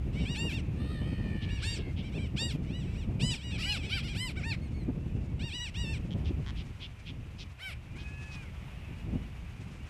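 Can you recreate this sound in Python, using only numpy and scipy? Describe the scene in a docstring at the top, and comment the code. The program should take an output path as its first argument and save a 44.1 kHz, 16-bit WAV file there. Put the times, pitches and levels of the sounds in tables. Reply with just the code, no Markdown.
"""A grassy shore in a breeze, with terns overhead. Near birds give nasal, arching calls and slurred cries,
others yelp further off, one holds a long quavering note, and there are short dry rasps and croaks.
The calls are harmonics of the syrinx shaped by the throat; rasps are rattled turbulence, croaks slow pulses.
Wind eddies buffet the microphone in gusts and lulls, easing later on, over grass, sea and a far colony."""
import sys
import numpy as np
from scipy import signal
from scipy.fft import rfft, irfft, next_fast_len
from scipy.io import wavfile
from scipy.ndimage import uniform_filter1d

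SR = 44100
rng = np.random.default_rng(int(sys.argv[2]) if len(sys.argv) > 2 else 0)


def generate_wav(signal):
    """Clip the signal to [-1, 1] and save it as 16-bit WAV at the path in sys.argv[1]."""
    frames = np.transpose(np.atleast_2d(signal))
    scaled = np.clip(frames, -1, 1) * 32767
    pcm = np.round(scaled).astype(np.int16)
    wavfile.write(sys.argv[1], SR, pcm)


N = 436149
TIME = np.arange(N) / SR
CUTOFF_HZ = 15000


def from_db(db):
    return 10 ** (np.asarray(db) / 20)


def rms_one(x):
    return x / np.sqrt(np.mean(x ** 2) + 1e-20)


def span(start_s, end_s):
    """Sample numbers between two times, at least 10 ms apart."""
    return np.arange(max(int(start_s * SR), 0), min(int(max(end_s, start_s + .01) * SR), N))


def in_time(rows, t=TIME):
    """The columns of a curve at times t."""
    times_s, *columns = np.transpose(rows)
    return [np.interp(t, times_s, column) for column in columns]


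def at_hz(spectrum, hz):
    """Gain in dB, read on a log-frequency axis."""
    points_hz, db = np.transpose(spectrum)
    return np.interp(np.log(hz + 1), np.log(points_hz), db)


def drift(rate_hz, count=N):
    """Random wander with a spread of about 1."""
    steps = np.arange(count) * rate_hz / SR
    return 1.22 * np.interp(steps, np.arange(2048), rng.standard_normal(2048))


def shaped(x, gain_at):
    """Filter x by a gain given as a function of frequency."""
    size = next_fast_len(len(x))
    return irfft(rfft(x, size) * gain_at(np.fft.rfftfreq(size, 1 / SR)), size)[:len(x)]


def noise(spectrum):
    """Coloured noise, rms 1."""
    return rms_one(shaped(rng.standard_normal(N), lambda hz: from_db(at_hz(spectrum, hz))))


def voice(pitch_hz, level_db, throat, rasp_rad, flutter_db, harmonics=24, favoured_db={}, jitter=.0015):
    """Syrinx harmonics slide through the throat resonances; each flutters, and rasp frays it into noise."""
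    n = len(pitch_hz)
    pitch_hz = pitch_hz * (1 + jitter * drift(250, n))
    phase = 2 * np.pi * np.cumsum(pitch_hz) / SR
    out = np.zeros(n)
    for k in range(1, harmonics + 1):
        hz = k * pitch_hz
        fray_rad = rasp_rad * np.minimum(hz / 4000, 1.5) * drift(700, n)
        gain_db = throat(hz) + favoured_db.get(k, 0) + flutter_db * drift(39.5, n)
        out += (hz < CUTOFF_HZ) * from_db(gain_db) * np.sin(k * phase + fray_rad)
    edge_s = np.minimum(np.arange(n), np.arange(n)[::-1]) / SR
    return np.sqrt(2) * out * from_db(level_db) * np.minimum(edge_s / .007, 1)


SLACK_HZ, TAUT_HZ = 600, 900


def hoarseness(pitch_hz, slack_rad=.55, taut_rad=.06):
    """Phase scatter: the slacker the syrinx, the more it rasps."""
    return np.interp(pitch_hz, [SLACK_HZ, TAUT_HZ], [slack_rad, taut_rad])


def arch(t, length_s, lean, dome, swoop_s=.014, drop_s=.052):
    """Pitch as a share of its top: a quick swoop up, a leaning, domed hold, and a drop."""
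    along = t / length_s - .5
    swoop = 1 - .25 * np.minimum(np.exp(-t / swoop_s), 1.4)
    hold = 1 + lean * along - dome * (2 * along) ** 2
    drop = 1 - .28 * np.clip(1 - (length_s - t) / drop_s, 0, 1.15) ** 2
    shape = swoop * hold * drop
    return shape / shape.max()


# Near calls. Each row: start and end in seconds, top pitch in Hz, lean (share the pitch climbs),
# dome (share the ends sag), level in dB, swell over the note in dB, colour in dB at 1.8, 4.8, 8, 11 kHz.
NEAR_NOTES = [(0.356, 0.517, 943, 0.048, 0.0096, -41, -9.5, -0.5, -6, -8.5, -7),
              (1.626, 1.782, 934.7, 0.036, 0.039, -47, -10.5, 6, 5, 4, 0),
              (2.371, 2.521, 952, 0.054, 0.027, -41, -6.5, 2, -1.5, -2, -6),
              (3.204, 3.36, 1003, -0.033, 0.081, -39.5, -1, -1, -1.5, 2.5, -2.5),
              (3.584, 3.639, 660, 0.032, 0.002, -49, -3.5, 8.5, 6, -1, 3),
              (3.61, 3.755, 986, -0.02, 0.0081, -36.5, -5, -13, -22, -14, -11),
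              (3.635, 3.774, 844, 0.12, 0.075, -41, 2.5, 5, 0.5, -6.5, 0.5),
              (3.894, 4.001, 794, 0.068, 0.054, -42, 1, 3, 0.5, -12, 0),
              (4.029, 4.094, 726, 0.066, 0.018, -48.5, -2, 2, -0.5, -9, -2),
              (4.148, 4.316, 1027, 0.045, 0.23, -39.5, -1.5, 3, -6.5, -7, 1.5),
              (4.363, 4.417, 769, -0.11, 0.0, -50.5, 3, 8.5, -8, -7, -10),
              (4.429, 4.546, 924, -0.035, 0.077, -46, 6, 12, -2.5, -7, -5),
              (7.595, 7.731, 774, -0.15, 0.074, -48, 6, 11, -2.5, -9, 5)]
# Colour bands in Hz; the second stays at 0 dB.
COLOUR_BANDS_HZ = [1800, 2800, 4800, 8000, 11000]
# A calling tern's throat. Each row: frequency in Hz, gain in dB.
CALL_THROAT = [(800, -21), (1400, -14), (1900, -13), (2300, 3), (2850, -0.5), (3400, -5), (4900, -7.5),
               (5600, -8.5), (6300, -24), (7800, -10), (9400, -23.5), (10400, -22.5), (12200, -32),
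               (14500, -44)]
# Harmonics of a taut syrinx. Each entry: harmonic number, gain in dB.
TAUT_HARMONICS_DB = {5: 3, 6: -2, 8: 6}


def near_calls(effort_db_per_octave=18, dull_onset_db=-8, onset_s=.012, harsh_db=3):
    """Nasal, arching calls. Effort raises pitch and level together; a slack syrinx turns hoarse."""
    out = np.zeros(N)
    for start_s, end_s, top_hz, lean, dome, level_db, swell_db, low_db, *treble_db in NEAR_NOTES:
        at = span(start_s - .012, end_s + .013)   # the voice starts early and runs on
        t, length_s = TIME[at] - start_s, end_s - start_s
        pitch_hz = top_hz * arch(t, length_s, lean, dome)
        effort_db = effort_db_per_octave * np.log2(pitch_hz / top_hz) + swell_db * (t / length_s - .5)
        colour = list(zip(COLOUR_BANDS_HZ, [low_db, 0, *treble_db]))
        # upper harmonics take a few cycles to build, and stand out as the pitch drops
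        onset = np.exp(-np.arange(len(at)) / (onset_s * SR))
        bright_db = dull_onset_db * onset + harsh_db * (1 - pitch_hz / top_hz)

        def throat(hz):
            return at_hz(CALL_THROAT, hz) + at_hz(colour, hz) + bright_db * np.minimum(hz / 4000, 2)

        out[at] += voice(pitch_hz, level_db + effort_db, throat, hoarseness(pitch_hz), flutter_db=3.5,
                         favoured_db=TAUT_HARMONICS_DB if top_hz > TAUT_HZ else {})
    return out


# Slurred cries, thin creaks that close two calls, one far wail, distant falling peeps.
# Each row: level at the top pitch in dB, contour of (time in seconds, pitch in Hz).
SLURRED_CRIES = [(-42, [(0.25, 733), (0.305, 950), (0.345, 955), (0.375, 730)]), (-45.5, [(0.508, 707),
                 (0.533, 900), (0.562, 937), (0.612, 617)]), (-50, [(1.483, 720), (1.508, 952),
                 (1.568, 950), (1.612, 737)]), (-50, [(2.115, 650), (2.168, 930), (2.192, 738),
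                 (2.212, 820), (2.258, 744), (2.282, 579)]), (-52, [(2.66, 657), (2.75, 972), (2.798, 990),
                 (2.868, 632), (2.942, 687), (2.99, 1000), (3.055, 680)]), (-47, [(3.283, 706),
                 (3.325, 913), (3.358, 926), (3.402, 727), (3.442, 973), (3.512, 940), (3.575, 730)]),
                 (-47.5, [(3.76, 883), (3.79, 892), (3.825, 760), (3.875, 878), (3.915, 796), (3.985, 928),
                 (4.025, 770)]), (-43.5, [(5.39, 673), (5.443, 941), (5.482, 930), (5.518, 713)]),
                 (-40, [(5.505, 703), (5.542, 953), (5.567, 993), (5.594, 944), (5.625, 984), (5.652, 944),
                 (5.705, 595)]), (-42, [(5.737, 637), (5.772, 938.3), (5.818, 965), (5.865, 881),
                 (5.928, 908), (5.988, 572.3)])]
CLOSING_CREAKS = [(-53.5, [(0.49, 853), (0.555, 623)]), (-60.5, [(2.505, 768), (2.567, 593)])]
FAR_WAIL = [(-56.5, [(7.94, 623), (7.99, 837), (8.28, 861), (8.41, 811), (8.505, 642)])]
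FAR_PEEPS = [(-60.5, [(4.612, 2110), (4.645, 2230), (4.68, 2030)]), (-61, [(4.738, 2170), (4.77, 2240),
             (4.845, 1960)])]
# Throats for cry, creak and wail. Each row: frequency in Hz, gain in dB.
CRYING_THROAT = [(1000, -21), (1900, -12.5), (2300, 2), (2900, -1), (3800, -9), (4800, -17), (5750, -12.5),
                 (6500, -34), (7700, -17), (8600, -23.5), (9500, -40), (11300, -35.5), (14000, -54)]
CREAKING_THROAT = [(1500, -11), (2400, 9), (6500, -12), (8000, -13.5), (9500, -21), (12000, -14),
                   (14500, -35)]
WAILING_THROAT = [(850, -15), (1700, -4.5), (2550, 4), (3400, -44)]


def cries(rows, throat_spectrum, effort_db_per_octave=21.5, glide_s=.0202, fade_s=.0043, harsh_db=6.5):
    """The voice slurs along a contour unbroken, louder as the pitch rises and harsher as it falls back."""
    out = np.zeros(N)
    for level_db, contour in rows:
        at = span(contour[0][0], contour[-1][0])
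        t = TIME[at]
        pitch_hz = uniform_filter1d(in_time(contour, t)[0], int(glide_s * SR), mode="nearest")
        effort_db = effort_db_per_octave * np.log2(pitch_hz / pitch_hz.max())
        fallen = 1 - pitch_hz / np.maximum.accumulate(pitch_hz)
        fade = np.minimum(np.minimum(t - t[0], t[-1] - t) / fade_s, 1)
        throat = lambda hz: at_hz(throat_spectrum, hz) + harsh_db * fallen * np.minimum(hz / 4000, 2)
        out[at] += fade * voice(pitch_hz, level_db + effort_db, throat, hoarseness(pitch_hz), flutter_db=2.5)
    return out


# The long note. Each row: time in seconds, pitch in Hz, level in dB, sliding resonance in Hz.
QUAVER_CURVE = [(0.758, 559, -75, 3660), (0.798, 590, -63, 3630), (0.929, 625, -56.5, 3900),
                (1.001, 587, -59, 3520), (1.08, 621.6, -58.5, 2940), (1.222, 605.5, -60.5, 2540),
                (1.5, 571.5, -57.5, 2400), (1.92, 528, -62.5, 2420)]
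# Its throat. Each row: frequency in Hz, gain in dB.
QUAVERING_THROAT = [(600, -14.5), (1200, -13.5), (1800, 1), (2300, -9), (3100, -7.5), (3700, -14),
                    (4400, -9.5), (7400, -51), (8300, -19), (9500, -41), (10600, -32), (13000, -43)]


def quaver(rate_hz=69, vibrato=.035, throb_db=3, resonance_db=10.5, width_hz=600, fade_db_per_s=20.5):
    """A low note with fast, throbbing vibrato; a throat resonance slides down as bass and top fade."""
    out, at = np.zeros(N), span(QUAVER_CURVE[0][0], QUAVER_CURVE[-1][0])
    t = TIME[at]
    pitch_hz, level_db, centre_hz = in_time(QUAVER_CURVE, t)
    shake_hz = rate_hz * (1 + .04 * drift(30, len(at)))
    shake = np.sin(2 * np.pi * np.cumsum(shake_hz) / SR)

    def throat(hz):
        outer_bands = np.interp(hz, [1200, 1800, 4400, 9000], [1, 0, 0, 1])
        peak_db = resonance_db * np.exp(-((hz - centre_hz) / width_hz) ** 2)
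        return at_hz(QUAVERING_THROAT, hz) - fade_db_per_s * (t - t.mean()) * outer_bands + peak_db

    shaken_hz = pitch_hz * (1 + vibrato * shake)
    out[at] = voice(shaken_hz, level_db + throb_db * shake, throat, rasp_rad=.1, flutter_db=2)
    return out


# Dry rasps. Each row: start and length in seconds, level in dB, throat opening from 0 to 1.
DRY_RASPS = [(1.409, 0.053, -47, 0.058), (1.593, 0.084, -47, 0.086), (1.66, 0.17, -50, 0.052),
             (1.962, 0.061, -48.5, 0.026), (3.72, 0.01, -39, 0.78), (6.244, 0.061, -49.5, 0.15),
             (6.557, 0.072, -49.5, 0.13), (6.797, 0.076, -45.5, 0.048), (7.052, 0.064, -47.5, 0.043),
             (7.381, 0.0628, -47.5, 0.396), (7.978, 0.062, -53.5, 0.26), (8.311, 0.058, -53, 0.87)]
# Turbulence in a narrow and an open throat. Each row: frequency in Hz, gain in dB.
NARROW_THROAT = [(900, -75.5), (2200, 12), (2850, 17), (3450, 16.5), (4300, 4), (5300, -5), (7000, -61.5)]
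OPEN_THROAT = [(900, -11), (2800, 11), (5400, 11), (7000, -4), (14000, -27)]


def rasps(rattle_hz=165, rattle_db=3):
    """Toneless clucks: turbulence chopped by a slow, uneven rattle of the syrinx."""
    out, narrow, wide = np.zeros(N), noise(NARROW_THROAT), noise(OPEN_THROAT)
    phase = 2 * np.pi * np.cumsum(rattle_hz * (1 + .15 * drift(110))) / SR
    rattle = rms_one(from_db(-rattle_db * np.sin(phase)))
    for start_s, length_s, level_db, opening in DRY_RASPS:
        at = span(start_s, start_s + length_s)
        swell = np.abs(np.sin(np.linspace(0, np.pi, len(at)))) ** .66
        breath = np.sqrt(1 - opening) * narrow[at] + np.sqrt(opening) * wide[at]
        out[at] += from_db(level_db) * swell * rattle[at] * breath
    return out


# Croaks. Each row: start and length in seconds, level in dB, chest gain in dB.
CREAKY_CROAKS = [(6.108, 0.031, -51, -29), (6.464, 0.0444, -48.5, 11)]
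# Resonances. Each row: frequency in Hz, width in Hz and, for the throat only, gain in dB.
THROAT_MODES = [(3170, 260, 13), (5250, 600, -8)]
CHEST_MODES = [(1100, 90), (1750, 860)]


def croaks(pulse_hz=140):
    """Slow, separate pulses of the syrinx ring the throat and chest."""
    out = np.zeros(N)
    for start_s, length_s, level_db, chest_db in CREAKY_CROAKS:
        at = span(start_s, start_s + length_s)
        cycles = np.cumsum(pulse_hz * (1 + .132 * drift(160, len(at)))) / SR
        pulses = np.diff(np.floor(cycles), prepend=-1)
        modes = THROAT_MODES + [(hz, width_hz, chest_db) for hz, width_hz in CHEST_MODES]
        rings = sum(from_db(db) * signal.lfilter(*signal.iirpeak(hz, hz / width_hz, fs=SR), pulses)
                    for hz, width_hz, db in modes)
        rings = signal.sosfilt(signal.butter(3, 5500, fs=SR, output="sos"), rings)
        out[at] += from_db(level_db) * rms_one(rings)
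    return out


# Yelps further off. Each row: start and end in seconds, top pitch in Hz, level in dB.
HOARSE_YELPS = [(0.125, 0.27, 764, -52.5), (0.18, 0.265, 936, -52.5), (2.019, 2.11, 787, -56.5),
                (3.503, 3.578, 859, -47.5), (3.824, 3.878, 759.7, -49.5), (4.07, 4.149, 819, -47)]


def yelps(rows, air_db_per_khz, harmonics, rasp_rad, droop=.2, edge_db=-7):
    """Each yelp is one arch of pitch and effort; distance dulls it above 3 kHz."""
    out = np.zeros(N)
    throat = lambda hz: at_hz(CRYING_THROAT, hz) + air_db_per_khz * np.maximum(hz / 1000 - 3, 0)
    for start_s, end_s, top_hz, level_db in rows:
        at = span(start_s, end_s)
        slack = np.abs(np.linspace(-1, 1, len(at))) ** 2.4
        out[at] += voice(top_hz * (1 - droop * slack), level_db + edge_db * slack, throat, rasp_rad,
                         flutter_db=2, harmonics=harmonics)
    return out


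def colony(count=220):
    """Far terns yelp at random, little but their main resonance arriving; a few are nearer."""
    when, length, pitch, nearness = rng.random((count, 4)).T
    start_s = when * (N / SR - .1)
    end_s = start_s + .1 + .1 * length
    top_hz, level_db = 740 + 280 * pitch, -76 + 13 * nearness ** 2
    return yelps(zip(start_s, end_s, top_hz, level_db), air_db_per_khz=-8, harmonics=3, rasp_rad=0)


# Ground reflection. Each row: delay in seconds, gain in dB.
GROUND_ECHO = [(0.018, -23)]


def outdoors(x, scatter_db=-19, t60_s=.2):
    """Adds a reflection off the ground and a faint scatter from shrubs and rocks."""
    t = TIME[:SR // 2]
    response = rng.standard_normal(len(t)) * from_db(-60 * t / t60_s)
    response = signal.sosfilt(signal.butter(1, 4500, fs=SR, output="sos"), response)
    response *= from_db(scatter_db) / np.linalg.norm(response)
    for delay_s, db in GROUND_ECHO:
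        response[int(delay_s * SR)] += from_db(db)
    return x + signal.fftconvolve(x, response)[:N]


# Gusts and lulls. Each row: centre and width in seconds, level change in dB.
WIND_GUSTS = [(1.199, 0.016, 4.5), (3.239, 0.029, 6), (4.893, 0.013, 6), (7.2, 0.15, 3),
              (9.143, 0.086, 8.5)]
WIND_LULLS = [(3.41, 0.044, -6), (4.1, 0.63, -2), (5.6, 0.13, -6.5), (6.98, 0.09, -6), (7.6, 0.086, -10.5)]
# Buffeting. Each row: frequency in Hz, gain in dB.
BUFFET_SPECTRUM = [(10, -56), (25, -10), (70, 1.5), (160, -4), (290, -14), (500, -25.5), (1200, -39)]


def wind(breeze_db=-34, ease_at_s=6.35, ease_s=.42, ease_db=-6.5, lump_db=3.5):
    """Eddies at the microphone; stronger gusts shed smaller eddies and so reach higher."""
    steady_db = breeze_db + ease_db * np.clip((TIME - ease_at_s) / ease_s, 0, 1)
    level_db = steady_db + sum(db * np.exp(-((TIME - centre_s) / width_s) ** 2)
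                               for centre_s, width_s, db in WIND_GUSTS + WIND_LULLS)
    eddies = rms_one(shaped(noise(BUFFET_SPECTRUM), lambda hz: 1 / (1 + (hz / 1100) ** 3)))
    large = shaped(eddies, lambda hz: 1 / (1 + (hz / 130) ** 4))
    bright_db = .97 * np.minimum(level_db + 33.5, 5)
    small = (eddies - large) * from_db(bright_db + lump_db * drift(45))
    return from_db(level_db) * (large + small)


# Background. Each row: time in seconds, wash level in dB, grass level in dB.
SHORE_LEVELS = [(0, -59, -68), (5.5, -61.5, -68.5), (6.5, -58.5, -64.5), (7.7, -60, -69.5),
                (8.25, -59, -57), (8.7, -55, -69), (9.89, -59.5, -62.5)]
# Wash and grass. Each row: frequency in Hz, gain in dB.
WASH_SPECTRUM = [(200, 1), (500, 3), (1000, 2.5), (1600, -1), (2600, 4.5), (3200, -2.5), (4200, -12),
                 (7000, -17.5), (12000, -21), (15000, -28)]
GRASS_SPECTRUM = [(1500, 20.5), (6500, 11), (10000, 3.5), (15000, -60)]


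def shore():
    """The even wash of sea and colony, and grass stirring in the breeze."""
    wash_db, grass_db = in_time(SHORE_LEVELS)
    wash = from_db(wash_db + .65 * drift(25)) * noise(WASH_SPECTRUM)
    grass = from_db(grass_db + 2.5 * drift(60)) * noise(GRASS_SPECTRUM)
    return wash + grass


def scene():
    """Terns with their reflections, over wind and shore, in mono."""
    birds = near_calls() + cries(SLURRED_CRIES, CRYING_THROAT) + cries(CLOSING_CREAKS, CREAKING_THROAT)
    birds += yelps(HOARSE_YELPS, air_db_per_khz=-.06, harmonics=16, rasp_rad=.67)
    birds += colony() + cries(FAR_WAIL, WAILING_THROAT) + cries(FAR_PEEPS, CALL_THROAT)
    birds += quaver() + rasps() + croaks()
    return (outdoors(birds) + wind() + shore())[None]


def record(dry):
    """A steep low-pass cuts the top."""
    return signal.sosfilt(signal.ellip(10, .1, 80, CUTOFF_HZ, fs=SR, output="sos"), dry)


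dry = scene()
out = record(dry)
generate_wav(out)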